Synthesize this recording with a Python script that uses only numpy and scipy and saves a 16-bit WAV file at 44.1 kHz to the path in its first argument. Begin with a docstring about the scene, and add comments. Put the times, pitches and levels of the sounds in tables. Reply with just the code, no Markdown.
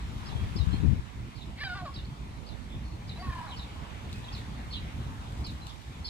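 """A gull on a park lawn

A gull gives two falling calls: a clear one that breaks between registers, then a hoarse one.
Its voice box makes a stack of overtones, which its throat and beak shape. Sparrows chirp in the
trees, over a low rumble and the hiss of the open air. Early on a gust buffets the left
microphone; later a few steps rustle the grass."""
import sys
import numpy as np
from scipy import signal
from scipy.fft import rfft, irfft, next_fast_len
from scipy.io import wavfile
from scipy.ndimage import uniform_filter1d

SR = 44100
rng = np.random.default_rng(int(sys.argv[2]) if len(sys.argv) > 2 else 0)


def wav_out(sig):
    """Save sig, one row per channel (or a flat mono array), as 16-bit PCM at SR to the path in sys.argv[1]."""
    wavfile.write(sys.argv[1], SR, np.round(np.clip(np.atleast_2d(sig).T, -1, 1) * 32767).astype(np.int16))


N = 268789
TIME = np.arange(N) / SR

# the gull's pitch in each call; it jumps where the voice changes register: (time [s], pitch [Hz])
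CLEAR_CALL_PITCH = [(1.566, 384), (1.588, 493), (1.602, 534), (1.613, 589), (1.633, 573), (1.640, 650),
                    (1.641, 802), (1.70, 727), (1.736, 715), (1.762, 798), (1.80, 747), (1.848, 703),
                    (1.862, 595), (1.889, 521.4), (1.897, 560), (1.918, 550)]
HOARSE_CALL_PITCH = [(3.155, 517), (3.195, 702), (3.232, 751), (3.385, 661.5), (3.46, 655), (3.47, 565.5),
                     (3.51, 518), (3.545, 457)]
# the voice catches for an instant in the clear call: (time [s], half length [s], depth [dB])
VOICE_CATCHES = [(1.598, .005, 3), (1.665, 0.0026, 3), (1.688, 0.0061, 15), (1.749, .003, 9),
                 (1.889, .003, 7)]
# how the gull's beak and windpipe shape its voice: (frequency [Hz], gain [dB])
BEAK_TONE = [(250, -40), (400, -14), (570, -6.5), (740, 3), (1100, -3), (1500, -3), (1900, -1), (2400, -3),
             (3100, -1), (3500, -3.5), (3950, 0.5), (4700, -3), (5400, -12), (8000, -42)]
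# air forced past the gull's voice box: (frequency [Hz], gain [dB])
BREATH_TONE = [(3000, -30), (7000, -7), (9500, 0), (11500, 0), (13000, -18), (16000, -22)]
# sparrow chirps:
# (time [s], pitch [Hz], level [dB], length [s], opening arch gain [dB], rasp [share of pitch])
SPARROW_CHIRPS = [(0.255, 4500, -50, 0.094, 1, .035), (0.558, 4750, -43.5, 0.076, 1, .03),
                  (1.352, 4500, -53, 0.092, -2, .04), (1.937, 4590, -43, .072, -5, .032),
                  (2.462, 4540, -50.5, 0.085, -3.5, 0.033), (3.072, 4630, -44.5, 0.066, -9, .028),
                  (3.561, 4510, -44.5, .095, -3, 0.038), (4.319, 4570, -43.5, 0.085, -3, 0.043),
                  (5.44, 4610, -42, 0.073, -1.5, 0.028), (6.042, 4510, -38.5, .115, 0, 0.029)]
# a chirp is a two-voiced arch, then two lower chips:
# (position [share of length], pitch [factor], gain [dB], upper voice against lower [dB])
CHIRP_OUTLINE = [(0, .93, -5, 0), (.11, 1, 0.5, -2), (.23, 0.97, 0.5, -0.5), (.29, .93, -8.5, 2),
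                 (.35, .87, 2.5, -3), (.45, .88, 1, -14), (.54, .77, -8, -8), (.63, .85, -6, -12),
                 (.73, .83, 0, -8), (.84, .8, -1.5, -11), (1, 0.756, -13, -14)]
# whistles, slurs and buzzes of small birds:
# (time [s], length [s], start pitch [Hz], end pitch [Hz], level [dB], warble [factor])
BIRD_NOTES = [(0.343, .08, 3230, 3290, -53, 0.1), (0.702, 0.072, 4040, 4360, -53.5, 0.12),
              (.702, 0.085, 3190, 3280, -53.5, 0.25), (1.403, 0.046, 4000, 3560, -51.5, 0.9),
              (2.046, 0.015, 4230, 4550, -53, 0.22), (2.679, 0.098, 3390, 3450, -56, 0.9),
              (2.809, 0.17, 4350, 4305, -61, 0.14), (3.152, .03, 3980, 3950, -53, .24),
              (3.191, 0.035, 4660, 4700, -52, 0.35), (3.466, 0.066, 4260, 3650, -53, 0.72),
              (3.507, 0.055, 3450, 2650, -46, 0.6), (4.14, 0.057, 2522, 2540, -54, 0.32),
              (4.239, 0.025, 4200, 3380, -51.5, .5), (4.28, 0.018, 3150, 3710, -45, 0.5),
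              (4.703, 0.045, 4300, 4390, -45, 0.28), (4.71, 0.042, 5100, 4700, -54, 0.47),
              (4.721, .07, 3785, 2744, -42, 1.06), (4.741, 0.063, 4150, 3670, -46, 0.45),
              (5.611, 0.038, 4080, 4050, -51.5, 0.15), (5.651, 0.068, 3870, 4520, -55, 1.8),
              (5.688, 0.032, 3530, 3350, -50, 1.06)]
# rustles and snaps of grass underfoot: (time [s], length [s], level [dB])
GRASS_RUSTLES = [(.18, 0.0069, -53), (4.102, 0.13, -62), (4.113, .006, -55), (4.126, 0.0074, -45.5),
                 (4.181, .005, -54), (4.292, .17, -59.5), (5.322, .005, -53), (5.338, 0.11, -61),
                 (5.466, 0.008, -48), (5.463, 0.1, -61), (5.52, .005, -55), (5.63, .12, -64),
                 (5.666, 0.0059, -44), (5.784, 0.075, -65), (6.05, .05, -58)]
# the crisp tone of grass: (frequency [Hz], gain [dB])
GRASS_TONE = [(500, -18), (2000, -3), (4000, 10), (5500, -3), (8000, 1), (10000, -11), (14000, -11.5)]
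# swirls of wind that thump the left microphone: (time [s], length [s], level [dB], upper edge [Hz])
WIND_THUMPS = [(.305, 0.072, -30, 140), (0.404, .05, -31, 98), (0.553, 0.02, -26.5, 272),
               (.588, .06, -23, 120), (.655, .065, -26, 170), (0.717, .042, -26, 264),
               (0.819, 0.057, -23.5, 257), (.86, .09, -21, 125), (.895, 0.067, -25.5, 220),
               (0.983, 0.026, -28, 141)]
# the gust builds slowly, then drops: (time [s], level [dB])
GUST_SWELL = [(0, -47), (.32, -33), (.52, -39.5), (.62, -29), (.79, -29.5), (.9, -23), (.95, -27),
              (1.02, -55)]
# the gust's tone, applied on top of the rumble's: (frequency [Hz], gain [dB])
GUST_TONE = [(30, 5), (70, 2.5), (130, 2), (200, 4), (280, -2), (450, 0), (1000, -11)]
# the slow swell of the rumble: (time [s], level [dB])
RUMBLE_SWELL = [(0.0, -38), (0.8, -35.5), (1.12, -40), (2.16, -39), (2.24, -38), (2.8, -38), (3.04, -40),
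                (3.36, -35.5), (3.44, -39.5), (4.32, -37.5), (4.56, -37), (5.36, -37.5), (5.52, -37),
                (5.76, -42), (6.0, -40), (6.08, -37.5)]
# the deep tone of the rumble: (frequency [Hz], gain [dB])
RUMBLE_TONE = [(10, -21), (22, -30), (42, -7.5), (60, 1.5), (78, -4), (120, -6), (160, -11.5), (230, -14),
               (300, -20.5), (400, -29), (700, -40.5), (2000, -72)]
# the rumble dips briefly on the left: (time [s], length [s], depth [dB])
RUMBLE_DIPS = [(0.994, 0.18, 19), (1.29, 0.19, 16), (1.588, 0.15, 15), (2.355, 0.3, 42), (3.395, 0.11, 14),
               (3.765, 0.28, 8.5), (5.673, 0.19, 27), (6.027, 0.068, 17)]
# the swell of the open air, in its lower body and in its high hiss: (time [s], gain [dB])
AIR_BODY_SWELL = [(0, 1.5), (.3, 3.5), (.75, 4.5), (1.05, -1.5), (3.0, -1.7), (3.9, 2.5), (5.0, 1.5),
                  (6.09, -1.6)]
AIR_HISS_SWELL = [(0, 0.5), (.3, 2.6), (.75, 2.5), (1.05, -2.1), (3.0, -1.9), (3.4, 1), (3.9, -0.5),
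                  (4.25, 0.8), (4.7, 0.6), (5.3, 0.5), (6.09, -0.2)]
# the tone of the open air: (frequency [Hz], left gain [dB], right gain [dB])
AIR_TONE = [(30, -18, -24), (207, 4.5, 3), (450, 0, -4), (620, -1, -1), (964, 3, 2), (1650, -4, -4.5),
            (1930, -4.5, -4), (2370, -4.5, -4), (2830, -7.5, -6), (3600, -7, -6), (4720, -12.5, -12),
            (6330, -14, -17.5), (8040, -15, -19), (9300, -19, -31), (11300, -19.5, -35.5),
            (15500, -32.5, -40)]
# how alike the air sounds on the left and right: (frequency [Hz], likeness [0 to 1])
AIR_STEREO_LIKENESS = [(200, 1), (700, 0.049), (1400, 0.39), (4000, 0.27), (7000, 0.043), (15000, .05)]


def gull():
    """Two calls from nearly straight ahead; the second is farther off, with more echo from the trees."""
    clear, hoarse = np.zeros(N), np.zeros(N)
    add(clear, *clear_call())
    add(hoarse, *hoarse_call())
    direct = amp(1.0) * microphones(clear + hoarse, right_late_ms=-0.073, left_db=-0.27)
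    return direct + park_echo(amp(-12.5) * clear + amp(-5.0) * hoarse, fade_s=0.54, first_s=0.013)


def clear_call(base_db=-34.5, sag_db_per_s=23, open_hz=1920, closing_hz_per_s=2750, dulling_db_per_s=41):
    """Bright at first, then duller as the beak closes; the voice stumbles, splits and thins to a hoot."""
    t = np.arange(CLEAR_CALL_PITCH[0][0], CLEAR_CALL_PITCH[-1][0], 1 / SR)
    age, slack = t - t[0], slackness(t, attack_s=0.031, release_s=0.022)
    slide = during(t, 1.55, 1.612, edge=0.03)  # a rasping upward start
    gape = during(t, 1.55, 1.668, edge=0.011)  # the beak is wide open
    split = during(t, 1.746, 1.822, edge=0.011)  # strong and weak vibrations take turns
    hoot = during(t, 1.822, 1.85, edge=0.011)  # the throat rings lower, nearer the pitch
    closed = during(t, 1.85, 2, edge=0.012)
    catch_db = sum(depth * np.exp(-((t - s) / width) ** 2) for s, width, depth in VOICE_CATCHES)
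    level_db = base_db - sag_db_per_s * age - 18 * slack - catch_db
    level_db -= 6.6 * slide + 4.8 * split + 4 * hoot + 1.5 * gape
    return t[0], gull_voice(
        t, *curves(CLEAR_CALL_PITCH, t), level_db,
        between_db=-28.5 + 34 * split + 9 * slide + 4 * hoot,
        rough=0.14 + 0.1 * split + 0.16 * slide + 0.03 * closed + 0.3 * slack,
        throat_hz=open_hz - closing_hz_per_s * age - 450 * hoot + 300 * slide,
        bright_db=-1 - dulling_db_per_s * age + 7.8 * gape + 5.5 * split,
        treble_db=-0.5 - 2.3 * slide - 3.2 * split,
        throat_db=13, mouth_db=-9 * closed, breath_db=-37,
        pitch_shake=0.04, level_shake=0.92, rasp=0.66)


def hoarse_call(base_db=-45.0, shut_hz=740, open_hz=1170, closing_hz_per_s=700, climax_s=3.36,
                throb_depth=0.55, throb_hz=35):
    """The beak opens; the voice splits, roughens, throbs where pressed hardest and ends in a rasp."""
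    t = np.arange(HOARSE_CALL_PITCH[0][0], HOARSE_CALL_PITCH[-1][0], 1 / SR)
    age, slack = t - t[0], slackness(t, attack_s=0.072, release_s=0.11)
    split = during(t, 3.225, 3.495, edge=0.01)
    gape = during(t, 3.225, 3.6, edge=0.01)
    climax = np.exp(-((t - climax_s) / 0.072) ** 2)
    level_db = base_db - 9 * slack + 0.87 * climax
    voice = gull_voice(
        t, *curves(HOARSE_CALL_PITCH, t), level_db,
        between_db=-8 + 14.3 * split + 8.8 * climax,
        rough=0.17 + 0.383 * climax + 0.37 * slack,
        throat_hz=shut_hz + (open_hz - closing_hz_per_s * age - shut_hz) * gape,
        bright_db=2.5 - 35 * age, treble_db=-7,
        throat_db=11, mouth_db=7.0 - 20 * age - 4.4 * climax, breath_db=-27.5,
        pitch_shake=0.062, level_shake=0.32, rasp=1.8)
    throb = 1 + throb_depth * climax * np.cos(2 * np.pi * throb_hz * (t - climax_s))
    return t[0], voice * throb


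def gull_voice(t, pitch, level_db, between_db, rough, throat_hz, bright_db, treble_db,
               throat_db, mouth_db, breath_db, pitch_shake, level_shake, rasp, waver_db=3.0):
    """The voice box makes overtones; strong and weak vibrations in turn add tones halfway between."""
    size = len(t)
    cycles = np.cumsum(pitch * (1 + pitch_shake * rough * wobble(size, 150))) / SR
    voice, power = np.zeros(size), np.zeros(size)
    for k in range(1, 29):  # odd k are the in-between tones
        hz = pitch * k / 2
        throat = 1 + amp(throat_db) / (1 + ((hz - throat_hz) / 130) ** 2)
        # the overtones fade as the beak closes, the highest ones most when the bird faces away
        tilt_db = bright_db * np.clip((hz - 1600) / 700, 0, 1)
        tilt_db += treble_db * np.clip((hz - 2000) / 2000, 0, 1)
        # the mouth colours the middle overtones, and each one wavers by itself
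        colour_db = mouth_db / (1 + ((hz - 1780) / 325) ** 2) + waver_db * wobble(size, 46)
        strength = throat * amp(look_up(BEAK_TONE, hz) + tilt_db + colour_db)
        tone = strength * amp(between_db * (k % 2))
        # uneven vibrations smear each tone into a band of rasp
        rasp_gain = rasp * rough * strength / np.sqrt(throat)
        smear = rasp_gain * (wobble(size, 160) + 1j * wobble(size, 220))
        phase = np.pi * (k * cycles + 2 * rng.random())
        voice += ((tone + smear) * np.exp(1j * phase)).real
        power += tone ** 2 / 2 + rasp_gain ** 2
    tremble = 1 + level_shake * rough * wobble(size, 170)
    breath = amp(breath_db + bright_db) * unit(colour(rng.standard_normal(size), BREATH_TONE))
    return amp(level_db) * (voice / np.sqrt(power) + breath) * tremble * signal.windows.tukey(size, 0.03)


def sparrows(upper_ratio=1.125, under_ratio=0.75, under_db=-9, arch_share=0.27, quaver_db=2.5):
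    """Each side of a sparrow's voice box sings a falling tone, over an undertone; other birds twitter."""
    birds = np.zeros(N)
    for start, hz, db, length, arch_db, rasp in SPARROW_CHIRPS:
        size = round(length * SR)
        progress = np.linspace(0, 1, size)
        bend, shape_db, upper_db = curves(CHIRP_OUTLINE, progress)
        shape_db += arch_db * during(progress, -1, arch_share, edge=0.074)
        for ratio, voice_db in ((1, 0), (upper_ratio, upper_db), (under_ratio, under_db)):
            waver = rasp * wobble(size, 420) + 0.012 * wobble(size, 45)
            tone = whistle(hz * bend * ratio * (1 + waver))
            level_db = db + voice_db + shape_db + quaver_db * wobble(size, 180)
            add(birds, start, amp(level_db) * tone * signal.windows.tukey(size, 0.1))
    for start, length, start_hz, end_hz, db, warble in BIRD_NOTES:
        size = round(length * SR)
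        pitch = np.linspace(start_hz, end_hz, size) * (1 + 0.06 * warble * wobble(size, 430))
        swell = amp(quaver_db * wobble(size, 120)) * signal.windows.tukey(size, 0.6)
        add(birds, start, amp(db) * unit(whistle(pitch) * swell))
    direct = amp(-3) * microphones(birds, right_late_ms=0.489, left_db=-2.6)
    return direct + amp(-7) * park_echo(birds, fade_s=0.24, first_s=0.003)


def grass(grain_db=6, clump_db=3, clump_hz=200):
    """Blades crackle underfoot in clumps of tiny snaps, mostly on the left."""
    steps = np.zeros(N)
    for start, length, db in GRASS_RUSTLES:
        size = round(length * SR)
        noise = rng.standard_normal(size)
        spikes_db = grain_db * np.minimum(rng.exponential(1, size), 4)
        snaps = noise * amp(spikes_db + clump_db * wobble(size, clump_hz))
        add(steps, start, amp(db) * unit(snaps * np.hanning(size)))
    rustle = colour(steps, GRASS_TONE)
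    direct = amp(-1.5) * microphones(rustle, right_late_ms=0.088, left_db=5.0)
    return direct + amp(-5.5) * park_echo(rustle, fade_s=0.079, first_s=0.002)


def wind_thumps(low_edge_hz=42):
    """Each swirl of wind is a short, round puff of deep noise on the left microphone."""
    left = np.zeros(N)
    for start, length, db, top_hz in WIND_THUMPS:
        size = round(length * SR)
        band = signal.butter(4, [low_edge_hz, top_hz], "band", fs=SR, output="sos")
        puff = signal.sosfilt(band, rng.standard_normal(SR // 2))[-size:]
        add(left, start, amp(db) * unit(puff * signal.windows.tukey(size, 0.8)))
    return np.array([left, np.zeros(N)])


def rumble_and_gust(likeness=0.84, flutter_db=2.5, flutter_hz=22, swirl_db=2.5, left_db=-1.5):
    """A low, lumpy rumble on both sides; the left drops out at moments and catches a gust of wind."""
    shared, stray, wind = (unit(colour(rng.standard_normal(N), RUMBLE_TONE)) for _ in range(3))
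    level_db, gust_db = curves(RUMBLE_SWELL, TIME)[0], curves(GUST_SWELL, TIME)[0]
    dip_db = sum(depth * np.sin(np.pi * np.clip((TIME - start) / length, 0, 1))
                 for start, length, depth in RUMBLE_DIPS)
    lumps = amp(level_db) * unit(amp(flutter_db * wobble(N, flutter_hz)))
    swirls = unit(colour(wind, GUST_TONE) * amp(swirl_db * wobble(N, 29)))
    gust = amp(gust_db) * (TIME < GUST_SWELL[-1][0]) * swirls
    left = amp(left_db - dip_db) * lumps * blend(shared, stray, likeness)
    return np.array([left + gust, lumps * shared])


def open_air(level_db=-49.0, patchy_db=1.83, right_late_s=0.00045):
    """Distant traffic and leaves: a soft wash from the left, with drifting patches."""
    # the noise is built on a grid of moments and frequencies, then turned into sound
    t = np.arange(N // 256 + 5)[:, None] * 256 / SR
    hz = np.fft.rfftfreq(1024, 1 / SR)
    noise = rng.standard_normal((5, len(t), len(hz)))
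    left, stray = noise[0] + 1j * noise[1], noise[2] + 1j * noise[3]
    delayed = left * np.exp(-2j * np.pi * hz * right_late_s)
    right = blend(delayed, stray, look_up(AIR_STEREO_LIKENESS, hz))
    patches = unit(uniform_filter1d(uniform_filter1d(noise[4], size=14, axis=0), size=12, axis=1))
    body_db, hiss_db = curves(AIR_BODY_SWELL, t)[0], curves(AIR_HISS_SWELL, t)[0]
    treble = np.clip((hz - 2500) / 3500, 0, 1)
    grid = np.array([left * amp(look_up(AIR_TONE, hz)), right * amp(look_up(AIR_TONE, hz, column=2))])
    grid *= amp(body_db * (1 - treble) + hiss_db * treble + patchy_db * (1 - 0.5 * treble) * patches)
    wash = signal.istft(grid, nperseg=1024, noverlap=768, time_axis=1, freq_axis=2)[1][:, :N]
    return amp(level_db) * unit(wash)


def park_echo(x, fade_s, first_s):
    """Trunks and leaves scatter a thin echo, different on each side, that falls 60 dB in fade_s."""
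    t = TIME[:SR]
    echoes = rng.standard_normal((2, SR)) * (rng.random((2, SR)) < 1 / 20)
    echoes *= amp(-60 * t / fade_s) * (t > first_s)
    echoes /= np.linalg.norm(echoes, axis=1, keepdims=True)
    return signal.fftconvolve(x[None], echoes, axes=1)[:, :N]


def microphones(x, right_late_ms, left_db):
    """A sound reaches the left and right microphones at different times and levels."""
    size = next_fast_len(N + 256)
    delay = np.exp(-2j * np.pi * np.fft.rfftfreq(size, 1 / SR) * right_late_ms / 1000)
    right = irfft(rfft(x, size) * delay, size)[:N]
    return np.array([x * amp(left_db / 2), right * amp(-left_db / 2)])


def amp(db):
    """Turns decibels into a factor to multiply by."""
    return 10 ** (np.asarray(db) / 20)


def unit(x):
    """Scales a signal to an average power of 1."""
    return x / np.sqrt(np.mean(x ** 2) + 1e-20)


def look_up(points, hz, column=1):
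    """Reads a table at any frequency, joining its rows on a log-frequency scale."""
    table = np.array(points, float)
    return np.interp(np.log(hz + 1), np.log(table[:, 0] + 1), table[:, column])


def curves(rows, t):
    """Reads each column after the first at the times t."""
    times, *columns = np.transpose(rows)
    return [np.interp(t, np.sort(times), column) for column in columns]


def add(mix, start_s, sound):
    """Adds a sound into the mix at a given time."""
    part = mix[max(round(start_s * SR), 0):][:len(sound)]
    part += sound[:len(part)]


def colour(x, points):
    """Turns frequencies up or down as a tone table says."""
    return irfft(rfft(x) * amp(look_up(points, np.fft.rfftfreq(len(x), 1 / SR))), len(x))


def whistle(pitch):
    """A pure tone that follows a changing pitch."""
    return np.sin(2 * np.pi * np.cumsum(pitch) / SR)


def blend(shared, stray, likeness):
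    """Mixes two noises at steady power; a likeness of 1 gives only the shared one."""
    return likeness * shared + np.sqrt(1 - likeness ** 2) * stray


def wobble(size, hz):
    """A smooth random wiggle of about size 1 in value, up to about the given rate."""
    span = next_fast_len(max(size, SR // 2))
    smoothing = np.exp(-(np.fft.rfftfreq(span, 1 / SR) / hz) ** 2)
    return unit(irfft(rfft(rng.standard_normal(span)) * smoothing, span))[:size]


def during(t, start, end, edge):
    """1 between start and end and 0 outside, with sloping edges."""
    return np.clip(np.minimum(t - start, end - t) / edge + 0.5, 0, 1)


def slackness(t, attack_s, release_s):
    """1 at the two ends of a call, 0 while the bird presses fully."""
    return np.clip(1 - np.minimum((t - t[0]) / attack_s, (t[-1] - t) / release_s), 0, 1)


def scene():
    """Everything heard on the lawn."""
    return gull() + sparrows() + grass() + rumble_and_gust() + wind_thumps() + open_air()


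def record(dry):
    """Cuts the highest treble, above 15700 Hz."""
    low_pass = signal.firwin(511, 15700, window=("kaiser", 9), fs=SR)
    return signal.oaconvolve(dry, low_pass[None], "same")


dry = scene()
out = record(dry)
wav_out(out)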